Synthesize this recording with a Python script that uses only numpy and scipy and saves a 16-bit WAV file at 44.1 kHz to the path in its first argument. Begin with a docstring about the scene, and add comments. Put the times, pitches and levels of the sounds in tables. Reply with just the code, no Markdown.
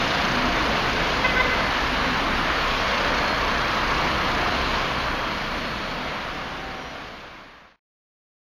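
"""Tyres roar and hiss at a road junction heard from the pavement: shaped noise swells as each vehicle goes by.
Two diesels idle close by and beat against each other: steady tones at firing rates that differ slightly.
An alternator whines, gears and a brake sound as thin wavering tones, and injectors tick as gated noise.
A van taps its horn twice, summed from harmonics, and the walls answer with delayed, filtered copies.
All is mono and fades to silence in small steps."""
import sys
import numpy as np
from scipy import signal
from scipy.fft import rfft, irfft, next_fast_len
from scipy.io import wavfile
from scipy.ndimage import uniform_filter1d, map_coordinates

SR = 44100
rng = np.random.default_rng(int(sys.argv[2]) if len(sys.argv) > 2 else 0)


def master(y):
    """Save y as 16-bit WAV."""
    cut = np.clip(np.atleast_2d(y).T, -1, 1)
    pcm = np.round(cut * 32767)  # scale
    wavfile.write(sys.argv[1], SR, pcm.astype(np.int16))


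N = 374850  # length in samples


def amp(db):
    """Turn decibels into gain."""
    return 10 ** (np.asarray(db) / 20)


def unit(x):
    """Scale x to an rms of 1."""
    return x / np.sqrt(np.mean(x ** 2) + 1e-20)


def curves(rows):
    """Join the points of each column after the time with straight lines, one value per sample."""
    times, *columns = np.transpose(rows)
    return [np.interp(np.arange(N) / SR, times, column) for column in columns]


def wobble(rate):
    """A smooth random curve with this many random points a second."""
    points = rng.standard_normal(int(N * rate / SR) + 4)
    return map_coordinates(points, [np.arange(N) * rate / SR])


def filtered(x, response):
    """Multiply the spectrum of x by a response that depends on frequency."""
    padded = next_fast_len(N + SR // 2)
    spectrum = rfft(x, padded) * response(np.fft.rfftfreq(padded, 1 / SR))
    return irfft(spectrum, padded)[..., :N]


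def rush(spectrum, patchy_db, gate=1):
    """Coloured noise of rms 1, with random louder and softer patches in time and pitch."""
    grid = signal.stft(gate * rng.standard_normal(N), nperseg=512)[2]
    patches = uniform_filter1d(rng.standard_normal(grid.shape), 5, axis=0)
    patches = uniform_filter1d(patches, 10, axis=1)
    noise = signal.istft(grid * amp(patchy_db * unit(patches)), nperseg=512)[1][:N]
    f, db = np.transpose(spectrum)

    def colour(hz):
        return amp(np.interp(np.log(hz + 1), np.log(f + 1), db, -120, -120))

    return unit(filtered(noise, colour))


def tone(hz, db, partials, waver, flicker_db, lag=0, flickers_per_s=6):
    """Partials on one pitch track; the pitch wavers by a share and each partial flickers on its own."""
    turns = np.cumsum(hz * (1 + waver * wobble(25))) / SR - lag
    total = 0
    for multiple, level in partials:
        flicker = amp(level + flicker_db * wobble(flickers_per_s))
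        total = total + flicker * np.cos(2 * np.pi * multiple * turns)
    return amp(db) * np.sqrt(2) * total  # the root of 2 makes the levels rms


def nearness(s, nears_s, leaves_s):
    """Power share of a source passing at steady speed: it falls with distance squared."""
    t = np.arange(N) / SR - s
    return 1 / (1 + (t / np.where(t < 0, nears_s, leaves_s)) ** 2)


# steady hiss at the top of the range: (f/Hz, level/dB per Hz)
TOP_HISS = [(7900, -94), (8150, -10), (8600, -6.5), (9800, 0), (10400, -4.5), (11600, -3), (11900, -33.5),
            (12200, -2.5), (15000, -4), (15600, -5.5)]


def top_hiss():
    """Steady, faint noise confined to the highest treble."""
    return amp(-57.0) * rush(TOP_HISS, patchy_db=2.0)


# brief faint hums in the traffic: (t/s, f/Hz, level/dB)
HUMS = [(.88, 427, -39.5), (1.38, 497, -38), (3.02, 570, -39.5), (3.05, 492, -43), (4.45, 720, -38.5)]
# a lone partial: (multiple of the pitch, level/dB)
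SINGLE = [(1, 0)]
HUM_S = .19  # time for a hum to swell or sink by 6 dB


def hums():
    """Short low tones that swell out of the roar and sink back."""
    t = np.arange(N) / SR
    total = np.zeros(N)
    for s, hz, db in HUMS:
        swell_db = db - 6 * ((t - s) / HUM_S) ** 4
        total += tone(hz, swell_db, SINGLE, waver=.002, flicker_db=1.5)
    return total


# light brake squeal, sounded at 0.99 of this pitch: (t/s, f/Hz, level/dB)
BRAKE = [(6.5, 5950, -75), (6.65, 5880, -62), (6.9, 5750, -56), (7.1, 5700, -62), (7.3, 5680, -75)]


def brake():
    """A faint high tone sinks in pitch and flickers as a car slows down."""
    return tone(*curves(BRAKE), [(0.99, 0.0019)], waver=0.0038, flicker_db=5.0)


# gear tones, moving away and then coming near: (t/s, f/Hz, level/dB)
GEARS_AWAY = [(0, 706, -39), (.65, 705, -39.5), (1.1, 703, -43.5), (1.3, 702, -65)]
GEARS_NEAR = [(5.7, 700, -65), (5.95, 715, -46), (6.25, 735, -50), (6.31, 742, -36), (6.4, 768, -34.5),
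              (6.47, 778, -36), (6.54, 778, -42), (6.62, 778, -34.5), (6.72, 770, -33), (6.85, 757, -35),
              (7.05, 745, -35), (7.12, 740, -60)]
# unsteadiness of the receding gears and the exhaust drone: pitch share, dB, flickers a second
DRONE_WAVER, DRONE_FLICKER_DB, DRONE_FLICKERS_PER_S = .007, 2.5, 12


def gears():
    """Two single gear tones: the receding one is broken, the nearing one steadier."""
    away = tone(*curves(GEARS_AWAY), SINGLE, waver=DRONE_WAVER, flicker_db=DRONE_FLICKER_DB,
                flickers_per_s=DRONE_FLICKERS_PER_S)
    near = tone(*curves(GEARS_NEAR), SINGLE, waver=.001, flicker_db=-1.5)
    return away + near


# the waiting engine settles, idles and pulls away:
# (t/s, firing rate f/Hz, engine level/dB, alternator level/dB)
WAITING = [(0, 29.26, -44, -60), (.7, 29.3, -44, -56), (1, 29.5, -44, -55), (1.5, 29.75, -42.5, -54),
           (2.5, 29.9, -40, -52), (3.2, 30.0, -40, -51), (3.8, 30.0, -40, -51), (4.2, 29.86, -40, -51.5),
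           (4.8, 30.0, -40.5, -51.5), (6.15, 30.03, -42, -51.5), (6.35, 30.1, -45, -75),
           (6.8, 30.2, -52, -75)]
# alternator lines: multiples of its pitch
WHINE_LINES = [9, 13, 15.95, 17, 17.92]
# the lines swell and sink at different times: (t/s, then level/dB of each line over the alternator level)
WHINE_SWELLS = [(0, 0, 0, -4, -3, -6), (1.8, 1, 1, -4, -2, -2), (2.2, 3, 4, 4, -3, -1),
                (3.02, 0, 5, -2, -2, -4), (3.15, 0, 6, -2, 8, -5), (3.3, 0, 6, -2, 8, -5),
                (3.42, 0, 4, -2, 1, -4), (3.58, 1, 6, 7, 4, -3), (4.1, 6, -2, -1, 1, -2),
                (4.6, 5, 4, 6, 4, -4), (5.0, 2, 7, 2, 3, -3), (5.4, 6, 8, -2, 6, -4), (6.2, 2, 7, 0, 5, -5)]
PULLEY = 8.373  # alternator pitch over the firing rate
HUNT, HUNTS_PER_S = .0012, 2.5  # the belt's speed wanders: share, random points a second
# the lines come in short dashes: pitch share, dB, flickers a second
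WHINE_WAVER, WHINE_FLICKER_DB, WHINE_FLICKERS_PER_S = .0012, 2.2, 13


def alternator():
    """Thin lines driven by the engine through a belt, so their pitch follows the firing rate."""
    rate, _, db = curves(WAITING)
    pitch = PULLEY * rate * (1 + HUNT * wobble(HUNTS_PER_S))
    lines = zip(WHINE_LINES, curves(WHINE_SWELLS))
    return tone(pitch, db, lines, waver=WHINE_WAVER, flicker_db=WHINE_FLICKER_DB,
                flickers_per_s=WHINE_FLICKERS_PER_S)


# horn taps: (t/s, length/s, level/dB, echo level/dB, extra third-harmonic level/dB, extra fifth level/dB)
# the harmonic levels change as the van turns
TOOTS = [(1.236, .038, -17, 1, 0, 1), (1.389, .035, -16, -6.5, 2, -6)]
# horn sound: (harmonic number, level/dB, rise/s)
HORN = [(1, -14, .02), (2, -7.5, .015), (3, -4, .022), (4, 0, .018), (5, -7, .016), (6, -11.5, .03),
        (7, -17, .016)]
# echoes: (delay/s, level/dB, brightest f/Hz)
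WALLS = [(.036, -6, 1300), (.04, -7, 2800), (.118, 1.5, 1500), (.135, -7, 1450), (.195, -5, 1400),
         (.268, -11, 1950), (.338, -8, 1750)]
HORN_HZ = 512.6
SAG, SETTLE_S = .016, .012  # the reed starts flat by this share and settles with this time constant


def soft(u):
    """A smooth step from 0 to 1 as u goes from 0 to 1."""
    return np.sin(np.clip(u, 0, 1) * np.pi / 2) ** 2


def walls(f):
    """Each wall delays the horn and favours its own band of frequencies."""
    total = 0
    for delay, db, hz in WALLS:
        octave_band = (np.log((f + 1) / hz) / .33) ** 2
        total = total + amp(db) * np.exp(-2j * np.pi * f * delay - octave_band)
    return total


def horn():
    """Two short taps of a disc horn, with echoes from walls and a diffuse tail of fading noise."""
    t = np.arange(N) / SR
    direct, thrown = np.zeros(N), np.zeros(N)
    for s, length, db, echo_db, third_db, fifth_db in TOOTS:
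        age = np.abs(t - s)
        turns = HORN_HZ * (age + SAG * SETTLE_S * np.exp(-age / SETTLE_S))
        extra_db = {3: third_db, 5: fifth_db}
        reed = np.zeros(N)
        for k, level, rise in HORN:
            strength = amp(level + extra_db.get(k, 0)) * soft((t - s) / rise)
            reed += strength * np.sin(2 * np.pi * k * (turns + rng.random()))
        tap = amp(db) * soft((s + length - t) / 0.012) * reed
        direct += tap
        thrown += amp(echo_db) * tap
    tail_t = t[:SR // 2]
    tail = rng.standard_normal(len(tail_t)) * amp(-60 * tail_t / .9)  # falls 60 dB per 0.9 s
    diffuse = signal.fftconvolve(direct, tail / np.linalg.norm(tail))[:N]
    return direct + filtered(thrown, walls) + amp(-5.5) * diffuse


# colour of the ticking: (f/Hz, level/dB per Hz)
INJECTORS = [(3400, -40), (4200, 0), (5200, -5.5), (5700, -15.5), (6150, -2), (6500, -10.5), (7000, -41.5)]
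# loudness of the ticking: (t/s, level/dB)
TICKING = [(0, -48.5), (.25, -43), (.7, -49), (1.2, -51), (2.6, -55), (3.2, -46), (4, -49), (5, -51),
           (7.8, -62)]
# tick strength of the firings in one shaft turn: level/dB of each
CYLINDERS = [-2, -2, 0]
TICK_LAG, TICK_DECAY_DB = .33, 50  # share of a firing before the tick, fall over one firing


def injectors():
    """Sharp ticks once a firing; the three firings of a shaft turn differ in strength."""
    turns = np.cumsum(curves(WAITING)[0]) / SR + 1 - TICK_LAG
    cylinder_db = np.array(CYLINDERS)[turns.astype(int) % len(CYLINDERS)]
    ticks = amp(cylinder_db + 1.1 * wobble(11) - TICK_DECAY_DB * (turns % 1))
    return amp(curves(TICKING)[0]) * rush(INJECTORS, patchy_db=1.5, gate=ticks)


# exhaust drone: (t/s, f/Hz, level/dB)
DRONE = [(0, 248, -60), (.22, 250, -52), (.38, 250.3, -35.5), (.6, 244.5, -50), (1.3, 246, -42.5),
         (1.9, 254.8, -40.5), (2.12, 256.7, -36), (2.3, 254, -65)]


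def exhaust_drone():
    """One broken, unsteady low tone."""
    return tone(*curves(DRONE), SINGLE, waver=2 * DRONE_WAVER, flicker_db=DRONE_FLICKER_DB,
                flickers_per_s=DRONE_FLICKERS_PER_S)


# an approaching car's engine: (t/s, firing rate f/Hz, level/dB)
CAR = [(5.35, 39, -60), (5.55, 39.3, -41), (5.7, 40.2, -40), (5.85, 40.2, -43), (6.0, 40.6, -39),
       (6.2, 40.3, -43), (6.35, 40, -60)]
# its partials: (multiple of firing rate, level/dB)
CAR_ORDERS = [(4, 0), (5, -1.5), (6, -4)]


def car_engine():
    """Higher multiples of the firing rate, with a slight waver."""
    return tone(*curves(CAR), CAR_ORDERS, waver=.003, flicker_db=0.5)


# the van engine's partials: (multiple of firing rate, level/dB)
VAN_ORDERS = [(2, -1), (3, -11.5), (6, -12.5)]
VAN_HZ, VAN_DB = 23.83, -39  # firings a second, level at the nearest moment
VAN_S, VAN_NEARS_S, VAN_LEAVES_S = 1.8, .9, .4  # nearest moment, times for 3 dB before and after


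def van_engine():
    """A steady engine tone that swells and fades with the van's distance."""
    near = nearness(VAN_S, VAN_NEARS_S, VAN_LEAVES_S) ** .5  # root turns power into gain
    return near * tone(VAN_HZ, VAN_DB, VAN_ORDERS, 0, flicker_db=0.0)


# partials of the parked and the waiting engine: (multiple of firing rate, level/dB)
PARKED_ORDERS = [(1, 1.5), (2, -8.5)]
WAITING_ORDERS = [(1, -0.5), (2, -3.5), (4, -10)]
PARKED_HZ, PARKED_DB = 27.48, -42  # steady idle: firings a second, level
PARKED_LAG = .2  # share of a firing by which it starts behind the waiting engine


def idling_diesels():
    """Low multiples of two close firing rates, which beat about twice a second."""
    rate, db, _ = curves(WAITING)
    parked = tone(PARKED_HZ, PARKED_DB, PARKED_ORDERS, 0, flicker_db=0.0, lag=PARKED_LAG)
    waiting = tone(rate, db, WAITING_ORDERS, 0, flicker_db=2.6)
    return parked + waiting


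# distant traffic: level/dB of exhaust rumble, tyre roar, tread hiss, body drumming
STREET_DB = (-32.5, -26, -33, -36)
# vehicles going by: (nearest t/s, time to fall 3 dB/s, then at the nearest point
# rumble level/dB, roar level/dB, hiss level/dB, drumming level/dB)
PASSES = [(0.1, .5, -35.5, -32.5, -33, -38.5), (1.2, 0.55, -38.5, -38, -36, -36.5),
          (3.1, 0.5, -55, -30.5, -38, -43.5), (4.3, 0.44, -38, -35, -39.5, -39.5),
          (5.75, 1.5, -45.5, -38.5, -42.5, -44.5), (6.75, 0.55, -38, -37, -38.5, -34.5),
          (7.7, 0.06, -38, -27.5, -31.5, -37)]
SWAY_DB, SWAYS_PER_S = .5, 2.954  # each layer drifts on its own: size, random points a second


def street():
    """Gains of rumble, roar, hiss and drumming: the powers of distant and passing traffic add up."""
    power = amp(STREET_DB)[:, None] ** 2
    for s, span, *db in PASSES:
        power = power + amp(db)[:, None] ** 2 * nearness(s, span, span)
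    return [np.sqrt(p) * amp(SWAY_DB * wobble(SWAYS_PER_S)) for p in power]


# exhaust rumble: (f/Hz, level/dB per Hz)
RUMBLE = [(8, -22.5), (20, -13.5), (30, -10.5), (40, -5.5), (58, 0.5), (85, -9), (129, -5), (174, -5.5),
          (215, -4), (257, -3), (356, -7), (450, -21), (580, -34.5), (990, -120)]


def exhaust_rumble(gain):
    """Many exhausts blend into smooth low noise."""
    return gain * rush(RUMBLE, patchy_db=0.1)


# drumming of body panels: (f/Hz, level/dB per Hz)
BODY = [(260, -37), (400, -2.5), (500, 1), (700, -1), (800, -6.5), (1000, -39)]


def panel_drumming(gain):
    """Vehicle panels drum in a band of low-middle noise."""
    return gain * rush(BODY, patchy_db=1.0)


# the van's tyres sing in a narrow band: (f/Hz, level/dB per Hz)
SONG = [(700, -40), (900, -3), (1100, -0.5), (1300, -5), (1700, -40)]
SONG_S, SONG_NEARS_S, SONG_LEAVES_S = 4.3, 1.1, 0.66  # loudest moment, times for 3 dB before and after
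SONG_DB, SURGE_DB = -32.5, 1  # level, unevenness


def tyre_song():
    """A focused band of roar that surges unevenly as the van goes by."""
    near = nearness(SONG_S, SONG_NEARS_S, SONG_LEAVES_S) ** .5
    return near * amp(SONG_DB + SURGE_DB * wobble(5)) * rush(SONG, patchy_db=1.5)


# tread hiss: (f/Hz, level/dB per Hz)
TREAD = [(1350, -24.5), (2300, -3.5), (2400, -4.5), (2780, -0.5), (3810, -5.5), (4400, -7), (6370, -19.5),
         (7030, -24), (7500, -43), (9750, -75), (16500, -120)]


def tread_hiss(gain):
    """Treads hiss in the treble; diesel clatter pulses the hiss once a firing."""
    firing = np.cos(2 * np.pi * (np.cumsum(curves(WAITING)[0]) / SR - TICK_LAG))
    clatter = 1 + 0.073 * firing * amp(2.5 * wobble(1.8))
    return gain * amp(0.11 * wobble(13)) * rush(TREAD, patchy_db=0.92, gate=clatter)


# tyre roar: (f/Hz, level/dB per Hz)
ROAR = [(240, -37), (400, -10), (695, -3), (829, -3.5), (944, 0), (1110, 0.5), (1330, -1), (1730, -2),
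        (1970, -5), (2210, -5), (2500, -9.5), (3250, -23), (5500, -120)]


def tyre_roar(gain):
    """Tyres on the road make broad noise in the middle of the range."""
    return gain * rush(ROAR, patchy_db=0.6)


def traffic():
    """Exhausts, panels, treads and tyres, each following the passing vehicles."""
    rumble, roar, tread, drum = street()
    background = exhaust_rumble(rumble) + panel_drumming(drum)
    return background + tyre_song() + tread_hiss(tread) + tyre_roar(roar)


def scene():
    """Add all sources in one channel."""
    thin_tones = hums() + brake() + gears() + alternator()
    engines = exhaust_drone() + car_engine() + van_engine() + idling_diesels()
    return (top_hiss() + thin_tones + horn() + injectors() + engines + traffic())[None]


# fade to zero: start t/s, end t/s, steps a second
FADE = (4.33, 7.765, 29.97)
TOP_HZ = 15050  # nothing sounds at or above this frequency


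def record(dry):
    """A straight fade to silence that moves in small steps, then the band limit."""
    start, end, rate = FADE
    step = np.floor((np.arange(N) / SR - end) * rate + .15) - .15
    fader = np.interp(end + step / rate, [start, end], [1, 0])
    fader = uniform_filter1d(fader, size=40)  # rounds the edges of the steps
    return filtered(fader * dry, lambda hz: hz < TOP_HZ) * (fader > 1e-9)


dry = scene()
out = record(dry)
master(out)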